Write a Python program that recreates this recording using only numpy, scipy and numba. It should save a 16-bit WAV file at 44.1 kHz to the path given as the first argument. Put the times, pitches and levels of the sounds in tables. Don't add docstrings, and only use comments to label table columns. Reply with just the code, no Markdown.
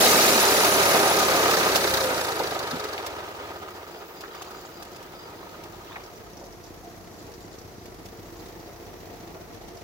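import sys
import numpy as np
from scipy import signal
from scipy.fft import rfft, irfft
from scipy.io import wavfile
from scipy.ndimage import uniform_filter1d
from numba import njit

SR = 44100
rng = np.random.default_rng(int(sys.argv[2]) if len(sys.argv) > 2 else 0)


def wav_out(sig):
    wavfile.write(sys.argv[1], SR, np.round(np.clip(np.atleast_2d(sig).T, -1, 1) * 32767).astype(np.int16))


N = 433503
TIME = np.arange(N) / SR
FULL_HZ = 35.306
THROTTLE_OFF_S, UNLOAD_S = 1.471, .81
CATCH_S, RECOVER_S = 4.15, .213


def crank_speed():
    friction_hz_per_s, drag_s = 4.596, 6.159
    friction_hz = friction_hz_per_s * drag_s
    coast = (FULL_HZ + friction_hz) * np.exp(-since(THROTTLE_OFF_S) / drag_s) - friction_hz
    idle = 14.79 + .079 * np.cos(2 * np.pi * (TIME - 6.226) / 8.654)
    return idle + (coast - idle) * until(CATCH_S, RECOVER_S)


# (place [turns], exhaust [dB], knock [dB], tick [dB])
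FIRINGS = [(.43, -7.5, -2, -15), (.99, -3.5, -2.5, 29), (1.42, -9.5, -1.5, -10), (1.98, -3, -1.5, 32)]
# (frequency [Hz], gain [dB])
EXHAUST_SPECTRUM = [(20, -26), (33, -37), (45, 15), (62, -3.5), (100, 4.5), (140, -8.5), (178, -3),
                    (230, -7), (400, -9), (1000, -73)]
BLOCK_SPECTRUM = [(40, -42.5), (90, -19), (160, -5), (250, -9), (335, -1), (470, -9.5), (560, -8.5),
                  (700, -9.5), (1100, -15), (1600, -23.5), (1950, -21.5), (3200, -26.5), (5800, -29),
                  (8000, -41), (15500, -42)]
TICK_SPECTRUM = [(1000, -3), (1500, -13), (1950, -11), (2500, -13), (3100, -22), (3900, 1), (5000, -0.5),
                 (6500, 1.5), (8500, -8.5), (11000, -5.5), (15500, -10)]
# (frequency [Hz], width [Hz], lift [dB])
BLOCK_MODES = [(353, 39, 4.5), (465, 35, 10), (697, 36, 8.5), (975, 55, 0.5), (1060, 120, -10.5),
               (1900, 390, 3)]
TICK_MODES = [(1990, 250, 15), (2520, 220, 18), (3800, 160, 3.7), (4120, 110, 3.6), (5900, 110, 5.6),
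              (6100, 81, 3.7)]
def engine(crank_hz, turns):
    load = until(THROTTLE_OFF_S, UNLOAD_S)
    idling = 1 - until(CATCH_S, RECOVER_S)
    weak = until(CATCH_S, 2.76)
    clearer = 1 - until(8, .44)
    exhaust_gain = undb(-73) + load * undb(-64) + idling * undb(-46 - 10 * weak)
    knock_db = -36.5 * load + (1 - load) * (-45.5 - .5 * weak) + 2.5 * clearer
    tick_gain = with_speed(crank_hz, -34 + 6 * clearer, db_per_octave=26)
    cycles = np.arange(-1, 110)
    place, puff, knock, tick = np.tile(FIRINGS, (len(cycles), 1)).T
    jitter, puff_scatter, knock_scatter, tick_scatter = rng.standard_normal((len(place), 4)).T
    firing_turns = place + 2 * np.repeat(cycles, len(FIRINGS)) + .0095 * jitter
    times = np.interp(firing_turns, turns, TIME, left=N, right=N)
    puffs = blows(times, undb(puff + 2.4 * puff_scatter))[None]
    gas = unit(bursts(times, undb(puff), decay=.19)) * air(bass_side=.66)
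    exhaust = body(unit(puffs) + .5 * gas, EXHAUST_SPECTRUM)
    knocking = unit(bursts(times, undb(knock + 1.5 * knock_scatter), decay=.018, rise=.009))
    gears_and_fan = 1.1 * hail(400, spread_db=1.8, decay=.009)
    block = body((knocking + gears_and_fan) * air(bass_side=.33), BLOCK_SPECTRUM, BLOCK_MODES)
    ticking = bursts(times, undb(tick + 2 * tick_scatter), decay=.0089, rise=.014)
    ticks = from_side(body(ticking * air(), TICK_SPECTRUM, TICK_MODES), lag_s=-.00015, pan_db=2)
    return exhaust * exhaust_gain + block * undb(knock_db) + ticks * tick_gain


# (frequency [Hz], gain [dB])
PIPE_SPECTRUM = [(30, -21), (45, -16), (60, -0.5), (72, 0.5), (92, 4), (106, -1.5), (140, -4.5), (178, 1.5),
                 (212, 2)]
def pipe_drone(crank_hz, turns):
    pipe_hz, pipe_db = np.transpose(PIPE_SPECTRUM)
    drone = 0
    for order in np.arange(1, 7):
        flutter = undb(2.5 * walk(14))
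        phase = 2 * np.pi * (order * turns + rng.random()) + .45 * walk(12)
        drone += flutter * undb(np.interp(order * crank_hz, pipe_hz, pipe_db)) * np.sin(phase)
    pulling = until(THROTTLE_OFF_S + UNLOAD_S / 2, UNLOAD_S)
    return drone * with_speed(crank_hz, -48.5 + 3 * pulling, db_per_octave=8.5) * until(3.7, .82)


# (frequency [Hz], level [dB])
LOAD_WHINES = [(398, -35.5), (517, -43), (1223, -33), (1281, -44), (1475, -45), (1620, -40)]
def gears(crank_hz, turns):
    teeth_per_turn, trough_hz, trough_width_hz = 17.5, 515, 24
    mesh = np.sin(2 * np.pi * teeth_per_turn * turns + drift(.017))
    ring_db = resonance(teeth_per_turn * crank_hz, trough_hz, trough_width_hz, lift_db=12)
    gain = with_speed(crank_hz, -38.5, db_per_octave=1) * until(2.4, .36)
    loaded = 0
    for hz, db in LOAD_WHINES:
        phase = 2 * np.pi * hz / FULL_HZ * turns + drift(.026)
        loaded += np.sin(phase) * undb(db + 2 * walk(12.4))
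    return mesh * gain * undb(ring_db + .99 * walk(20)) + loaded * until(THROTTLE_OFF_S, .4)


# (frequency [Hz], gain [dB])
SLACK_SPECTRUM = [(600, -5), (1100, 3), (1600, 12), (2200, -3), (3000, -12), (3750, 5.5), (5000, 3.5),
                  (6500, -2.5), (8500, -10), (15500, -5.5)]
# (frequency [Hz], width [Hz], lift [dB])
SLACK_MODES = [(3720, 340, 4.2), (4460, 180, 3.7), (4860, 270, 4), (6650, 220, 4.3)]
def backlash(crank_hz, turns):
    silent_below_hz = 19.3
    times = np.interp(np.arange(130) + .32, turns, TIME, right=N)
    size, lag = rng.standard_normal((len(times), 2)).T
    chatter = unit(bursts(times + .0015 * lag, undb(2.3 * size), decay=.009, rise=.007))
    force = np.maximum((crank_hz - silent_below_hz) / (FULL_HZ - silent_below_hz), 0)
    gain = force * undb(-30.5 - 6 * until(THROTTLE_OFF_S, .12))
    return body(chatter * air(), SLACK_SPECTRUM, SLACK_MODES) * gain


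# (frequency [Hz], gain [dB])
TROUGH_SPECTRUM = [(120, -34.5), (200, -20), (250, -16), (320, -6.5), (446, -2), (534, -3.5), (940, -3.5),
                   (1070, -7), (1260, -6.5), (1400, -10.5), (1700, -10.5), (2960, -14), (4260, -18),
                   (8660, -28.5), (15500, -50)]
# (frequency [Hz], width [Hz], lift [dB])
TROUGH_MODES = [(399, 107, 7.5), (532, 34, 3.5), (611, 17, 5.5), (774, 28, 6), (942, 51, 5.5),
                (1110, 82, -5.5), (1250, 220, 9.5), (1420, 50, 1), (1460, 40, 5), (1598, 19, 6)]
def elevator(crank_hz, turns):
    empty_s, stop_s = 3.9, 6.1
    shake = 1 + .2 * np.cos(2 * np.pi * (turns - .65))
    noise = air(apart_hz=2100, bass_side=.33, treble_side=.7)
    links = hail(18 * crank_hz, spread_db=.99, decay=.012) * noise
    clinks = crackle(20 * crank_hz, spread_db=1.5, decay=.0071, band_hz=(1024, 5020), count=5000)
    running = undb(-2 * since(empty_s)) * until(stop_s, .33)
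    gain = with_speed(crank_hz, -26.5, db_per_octave=12.5) * running
    return body((links + .25 * clinks) * shake, TROUGH_SPECTRUM, TROUGH_MODES) * gain


def panel_hum():
    return rough_tone(229.7, width_hz=14, rough=.4) * undb(-35.5) * until(.356, .15)


# (frequency [Hz], gain [dB])
BOARD_SPECTRUM = [(60, -35.5), (150, -13.5), (300, -5), (420, -8), (650, 0.5), (1000, -5.5), (2000, -8.5),
                  (3200, -15.5), (8000, -28.5)]
HUSK_SPECTRUM = [(700, -13.5), (1800, -2), (2500, 2), (3150, -1.5), (3900, 2), (6500, 0.5), (8300, -5.5),
                 (10200, -2.5), (11500, -5), (15500, -3.5)]
# (time [s], length [s], level [dB])
COB_SURGES = [(-.2, 0.52, -51), (.74, 0.44, -30.5)]
def cobs():
    thud_db = -28 - .25 * TIME - 8 * since(1.52)
    rustle_db = -25.5 - 6 * TIME - 12 * since(1.95)
    flow = undb(.5 * (rustle_db - rustle_db.max()))
    landings = hail(60 + 400 * flow, spread_db=1.15, decay=.016)
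    noise = air(apart_hz=1900, bass_side=.4, treble_side=.7)
    thuds = body(landings * noise, BOARD_SPECTRUM, TROUGH_MODES[:3])
    scrape = hail(200 + 1500 * flow, spread_db=1.3, decay=.00021) * air()
    grains = crackle(300 + 6000 * flow, spread_db=-1.5, decay=.0039, band_hz=(875, 15390))
    rustle = body((grains + .4 * scrape) * (1 + .25 * landings), HUSK_SPECTRUM)
    husks = panel_echoes(rustle, share=.07)
    return thuds * np.hypot(undb(thud_db), phrases(COB_SURGES)) + husks * undb(rustle_db)


def spout_hiss():
    grains = crackle(5000, spread_db=1.5, decay=.002, band_hz=(9750, 10750), count=8000)
    return grains * phrases([(.41, .81, -43)], taper=.27)


def spill():
    grains = crackle(1000, spread_db=4.5, decay=.0012, band_hz=(7470, 15000), count=9500)
    return grains * phrases([(1.15, 1.54, -42)], taper=.78)


# (time [s], relative level [dB])
KERNEL_HITS = [(.1207, -30), (.648, -18), (1.511, -20.5), (1.602, -23), (1.6916, -29), (1.7573, -15.5),
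               (1.8233, -35), (2.0413, -28), (2.9791, -45), (3.064, -29.5), (4.208, -37), (4.3495, -43),
               (4.4199, -35.5), (4.447, -47), (4.5077, -43), (4.825, -38), (4.8514, -44), (4.9606, -42),
               (5.027, -42.5), (5.637, -41), (7.3173, -48), (7.8575, -43.5), (8.058, -42), (8.086, -46),
               (9.0045, -51), (9.6835, -46)]
def kernels():
    times, db = np.transpose(KERNEL_HITS)
    hits = bursts(times, undb(db), decay=.0039, rise=.0049)
    skips = .27 * bursts(times + .0058, undb(db), decay=.0083)
    wood = body(air(), [(300, -22), (700, 19), (1500, 3), (2800, 9), (6000, 7), (8500, -1), (15500, 1)])
    return undb(6) * (hits + skips) * panel_echoes(wood, share=.25)


# (time [s], level [dB], frequency [Hz], width [Hz], decay [s])
HEAVY_KNOCKS = [(.002, -20.5, 444, 256, 0.08), (2.399, -21, 587, 600, 0.014), (2.551, -29, 550, 600, 0.015),
                (2.599, -25, 745, 700, 0.017), (2.728, -27, 272, 220, 0.025),
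                (2.979, -28, 2300, 1200, 0.0041), (3.288, -42, 453, 400, 0.019),
                (4.237, -33.5, 1340, 700, 0.016), (4.345, -36, 1050, 700, 0.0099),
                (4.411, -35, 1050, 600, 0.0091), (4.478, -40, 990, 600, 0.012),
                (4.548, -35, 1100, 900, 0.0044), (4.649, -38, 900, 700, .006),
                (4.822, -44, 1200, 700, 0.0088), (5.428, -36.5, 950, 500, 0.0073),
                (5.957, -31, 1860, 600, 0.011), (5.962, -34, 846, 600, 0.022), (6.412, -39, 640, 300, 0.03),
                (6.83, -47, 700, 110, .11), (7.29, -43, 550, 450, .03), (9.345, -39, 555, 500, 0.04),
                (9.7, -47, 680, 70, 0.09)]
def knocks():
    out, noise = np.zeros((2, N)), air(apart_hz=1800, treble_side=.79)
    for time, db, hz, width, decay in HEAVY_KNOCKS:
        start = int(time * SR)
        age = TIME[:min(N - start, SR // 3)]
        span = slice(start, start + len(age))
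        out[:, span] += undb(db) * band(noise[:, span], hz, width) * np.exp(-age / decay)
    return out


# (frequency [Hz], gain [dB])
WOOD_SPECTRUM = [(600, -6), (1000, 3), (1400, -3), (1900, 0), (2600, -6), (3300, -4), (4200, -3)]
# (time [s], length [s], level [dB])
SLAT_RATTLES = [(4.1, 0.52, -50.5), (4.7, 1, -55.5), (5.76, .33, -49)]
def rattles():
    taps = crackle(500, spread_db=2.5, decay=.003, band_hz=(700, 4200), count=3400)
    return body(taps, WOOD_SPECTRUM) * phrases(SLAT_RATTLES, taper=.98)


# (time [s], length [s], level [dB])
HEAP_SLIDES = [(4.2, 0.51, -59), (6.3, .45, -68)]
# (time [s], level [dB])
HUSK_CRACKS = [(6.037, -43), (6.062, -48), (6.157, -50), (6.332, -48), (6.371, -44), (6.398, -48),
               (6.44, -46), (6.466, -49), (6.525, -47), (6.639, -45), (6.664, -50), (7.3385, -44),
               (7.538, -52), (7.586, -43), (7.615, -48), (8.76, -50), (8.851, -51), (9.275, -54),
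               (9.771, -45)]
# (frequency [Hz], gain [dB])
CRACK_SPECTRUM = [(1500, -14), (3300, -16), (4800, 2), (5900, 5), (7000, -7), (8500, -17), (15500, -12)]
def settling_heap():
    grains = crackle(1500, spread_db=2, decay=.002, band_hz=(3000, 7300), count=15500)
    slips = hail(35, spread_db=2, decay=.02, rise=.008, count=400)
    gain = np.hypot(undb(-63) * (1 - until(3.1, .2)), phrases(HEAP_SLIDES))
    rustle = body(grains, [(2800, -6), (4100, 0), (4800, 2), (5800, -7), (7300, 3.5)]) * gain * slips
    times, db = np.transpose(HUSK_CRACKS)
    cracks = bursts(times, undb(db), decay=.009, rise=.0033) * body(air(), CRACK_SPECTRUM)
    return rustle + cracks


# (time [s], length [s], level [dB])
KATYDID_PHRASES = [(2.8, 1.4, -52), (4.05, 0.8, -52), (4.85, 1.45, -55), (8.05, 1.45, -55)]
def katydid():
    stroke_hz = 87.2
    wing = (.5 + .5 * np.cos(2 * np.pi * stroke_hz * TIME)) ** 2
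    buzz = body((wing + .25) * air(), [(9000, -50.5), (13000, -13), (14500, -7), (15600, -3)])
    return buzz * phrases(KATYDID_PHRASES)


# (time [s], length [s], level [dB])
CRICKET_CHIRPS = [(3.51, .11, -58), (3.69, 0.11, -60), (3.88, .18, -58), (4.13, 0.13, -54),
                  (4.31, .13, -55), (4.51, 0.11, -57), (4.71, 0.16, -55), (4.9, .12, -58),
                  (5.12, 0.17, -53), (5.33, .12, -62), (5.98, .12, -66), (7.12, .15, -69), (7.7, .33, -68)]
CRICKET_TRILLS = [(4.155, 0.11, -61), (4.36, .08, -55), (4.57, 0.046, -59), (6.0, 1.8, -70)]
def crickets():
    chirps = phrases(CRICKET_CHIRPS, taper=.55) * rough_tone(4872, width_hz=100, rough=1)
    trills = phrases(CRICKET_TRILLS, taper=.5) * rough_tone(6655, width_hz=90, rough=1.2)
    return chirps + trills


# (frequency [Hz], gain [dB])
LEAF_HISS_SPECTRUM = [(100, -4), (1000, 7.5), (3000, -10.5), (6000, -5.5), (8700, -15.5), (12000, -10),
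                      (15500, -9.5)]
LEAF_TICK_SPECTRUM = [(2500, -5), (4500, 0.5), (6500, -2), (8500, -10.5), (13000, -5)]
def leaves():
    hiss = body(air(), LEAF_HISS_SPECTRUM) * undb(-51 + .5 * walk(5))
    touches = hail(16, spread_db=3, decay=.007, rise=.004, count=200)
    return hiss + touches * body(air(), LEAF_TICK_SPECTRUM) * undb(-62)


def far_chorus():
    chorus = band(air(), 5800, width_hz=270)
    return chorus * undb(-67.5 + 3 * walk(22)) * (1 - until(5.6, .3))


# (frequency [Hz], gain [dB])
RUMBLE_SPECTRUM = [(20, -16), (42, 2), (65, -1), (150, -6), (400, -44)]
def rumble():
    return body(air(bass_side=.1), RUMBLE_SPECTRUM) * undb(-60.5)


def undb(db):
    return np.exp(np.asarray(db) * (np.log(10) / 20))


def unit(x):
    return x / np.sqrt(np.mean(x ** 2) + 1e-20)


def until(s, fade):
    return np.clip(1 - (TIME - s) / fade, 0, 1)


def since(s):
    return np.maximum(TIME - s, 0)


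def walk(rate):
    return np.interp(TIME * rate, np.arange(400), rng.standard_normal(400))


def drift(step):
    return step * np.cumsum(rng.standard_normal(N))


def phrases(table, taper=.1):
    gain = np.zeros(N)
    for start, length, db in table:
        edge = np.minimum(TIME - start, start + length - TIME)
        gain += undb(db) * np.clip(edge / (taper * length / 2), 0, 1)
    return gain


def with_speed(crank_hz, full_db, db_per_octave):
    return undb(full_db + db_per_octave * np.log2(crank_hz / FULL_HZ))


def resonance(hz, centre_hz, width_hz, lift_db):
    return lift_db / (1 + (2 * (hz - centre_hz) / width_hz) ** 2)


def body(x, spectrum, modes=(), size=4096):
    bins_hz = np.maximum(np.fft.rfftfreq(size, 1 / SR), 1)
    hz, db = np.transpose(spectrum)
    db = np.interp(np.log(bins_hz), np.log(hz), db)
    for mode in modes:
        db += resonance(bins_hz, *mode)
    cepstrum = irfft(np.log(undb(db)))
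    cepstrum[1:size // 2] *= 2
    cepstrum[size // 2 + 1:] = 0
    response = irfft(np.exp(rfft(cepstrum)))
    return unit(signal.oaconvolve(x, response[None], axes=1)[:, :x.shape[1]])


def band(x, hz, width_hz):
    sos = signal.butter(2, [hz - width_hz / 2, hz + width_hz / 2], "band", fs=SR, output="sos")
    return unit(signal.sosfilt(sos, x))


def air(apart_hz=950, bass_side=.38, treble_side=1):
    mid, side = rng.standard_normal((2, N))
    zero_gain, zeros = signal.butter(2, apart_hz * np.sqrt(bass_side), "high", fs=SR)
    pole_gain, poles = signal.butter(2, apart_hz, "high", fs=SR)
    side = treble_side * signal.lfilter(zeros * pole_gain[0] / zero_gain[0], poles, side)
    return np.array([mid + side, mid - side])


def rough_tone(hz, width_hz, rough):
    tone = np.sin(2 * np.pi * hz * TIME + drift(.05))
    return unit(tone + rough * band(air(), hz, width_hz))


def blows(times, sizes):
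    return np.bincount(np.clip(times * SR, 0, N).astype(int), sizes, N + 1)[:N]


def bursts(times, sizes, decay, rise=.0021):
    keep = np.exp(-2 / (decay * SR))
    energy = signal.lfilter([1], [1, -keep], blows(times, sizes ** 2) + 1e-18)
    return uniform_filter1d(np.sqrt(energy), int(rise * SR) + 1)


def impacts(rate, spread_db, count):
    gap, size = rng.exponential(size=(count, 2)).T
    times = np.interp(np.cumsum(gap), np.cumsum(rate * np.ones(N)) / SR, TIME, right=N)
    return times, undb(spread_db * np.minimum(size, 4))


def hail(rate, spread_db, decay, rise=.00062, count=6000):
    return unit(bursts(*impacts(rate, spread_db, count), decay, rise))


@njit
def rings(starts, poles, weights, length):
    out = np.zeros((2, length))
    for k in range(len(starts)):
        z = 1 + 0j
        life = int(-5 / np.log(abs(poles[k])))
        for i in range(starts[k], min(starts[k] + life, length)):
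            z *= poles[k]
            out[0, i] += (z * weights[k, 0]).real
            out[1, i] += (z * weights[k, 1]).real
    return out


def crackle(rate, spread_db, decay, band_hz, count=16000):
    times, sizes = impacts(rate, spread_db, count)
    pitch, damping, *angles = rng.random((count, 4)).T
    hz = np.interp(pitch, [0, 1], band_hz)
    poles = np.exp((2j * np.pi * hz - (.5 + damping) / decay) / SR)
    weights = (sizes * np.exp(2j * np.pi * np.array(angles))).T.copy()
    starts = np.minimum(times * SR, N).astype(np.int64)
    return unit(rings(starts, poles, weights, N))


def panel_echoes(x, share, count=12):
    out = x.copy()
    for lag_s, sign in zip(rng.uniform(.001, .014, count), rng.choice([-1, 1], count)):
        delay = int(lag_s * SR)
        out[:, delay:] += sign * share * np.exp(-lag_s / .012) * x[:, :-delay]
    return unit(out)


def from_side(x, lag_s, pan_db):
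    size = 2 ** 19
    delay = np.exp(-2j * np.pi * np.fft.rfftfreq(size, 1 / SR) * lag_s)
    left = irfft(rfft(x[0], size) * delay)[:N]
    return np.array([left * undb(-pan_db / 2), x[1] * undb(pan_db / 2)])


def scene():
    crank_hz = crank_speed()
    turns = np.cumsum(crank_hz) / SR
    tractor = engine(crank_hz, turns) + pipe_drone(crank_hz, turns)
    drive = gears(crank_hz, turns) + backlash(crank_hz, turns) + elevator(crank_hz, turns) + panel_hum()
    corn = cobs() + spout_hiss() + spill() + kernels() + rattles() + settling_heap()
    trailer = from_side(drive + corn + knocks(), lag_s=.00017, pan_db=.5)
    return tractor + trailer + katydid() + crickets() + leaves() + far_chorus() + rumble()


def record(dry):
    low_cut = signal.butter(2, 54, "high", fs=SR, output="sos")
    high_cut = signal.ellip(10, .2, 80, 15750, fs=SR, output="sos")
    return signal.sosfilt(high_cut, signal.sosfilt(low_cut, dry))


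dry = scene()
out = record(dry)
wav_out(out)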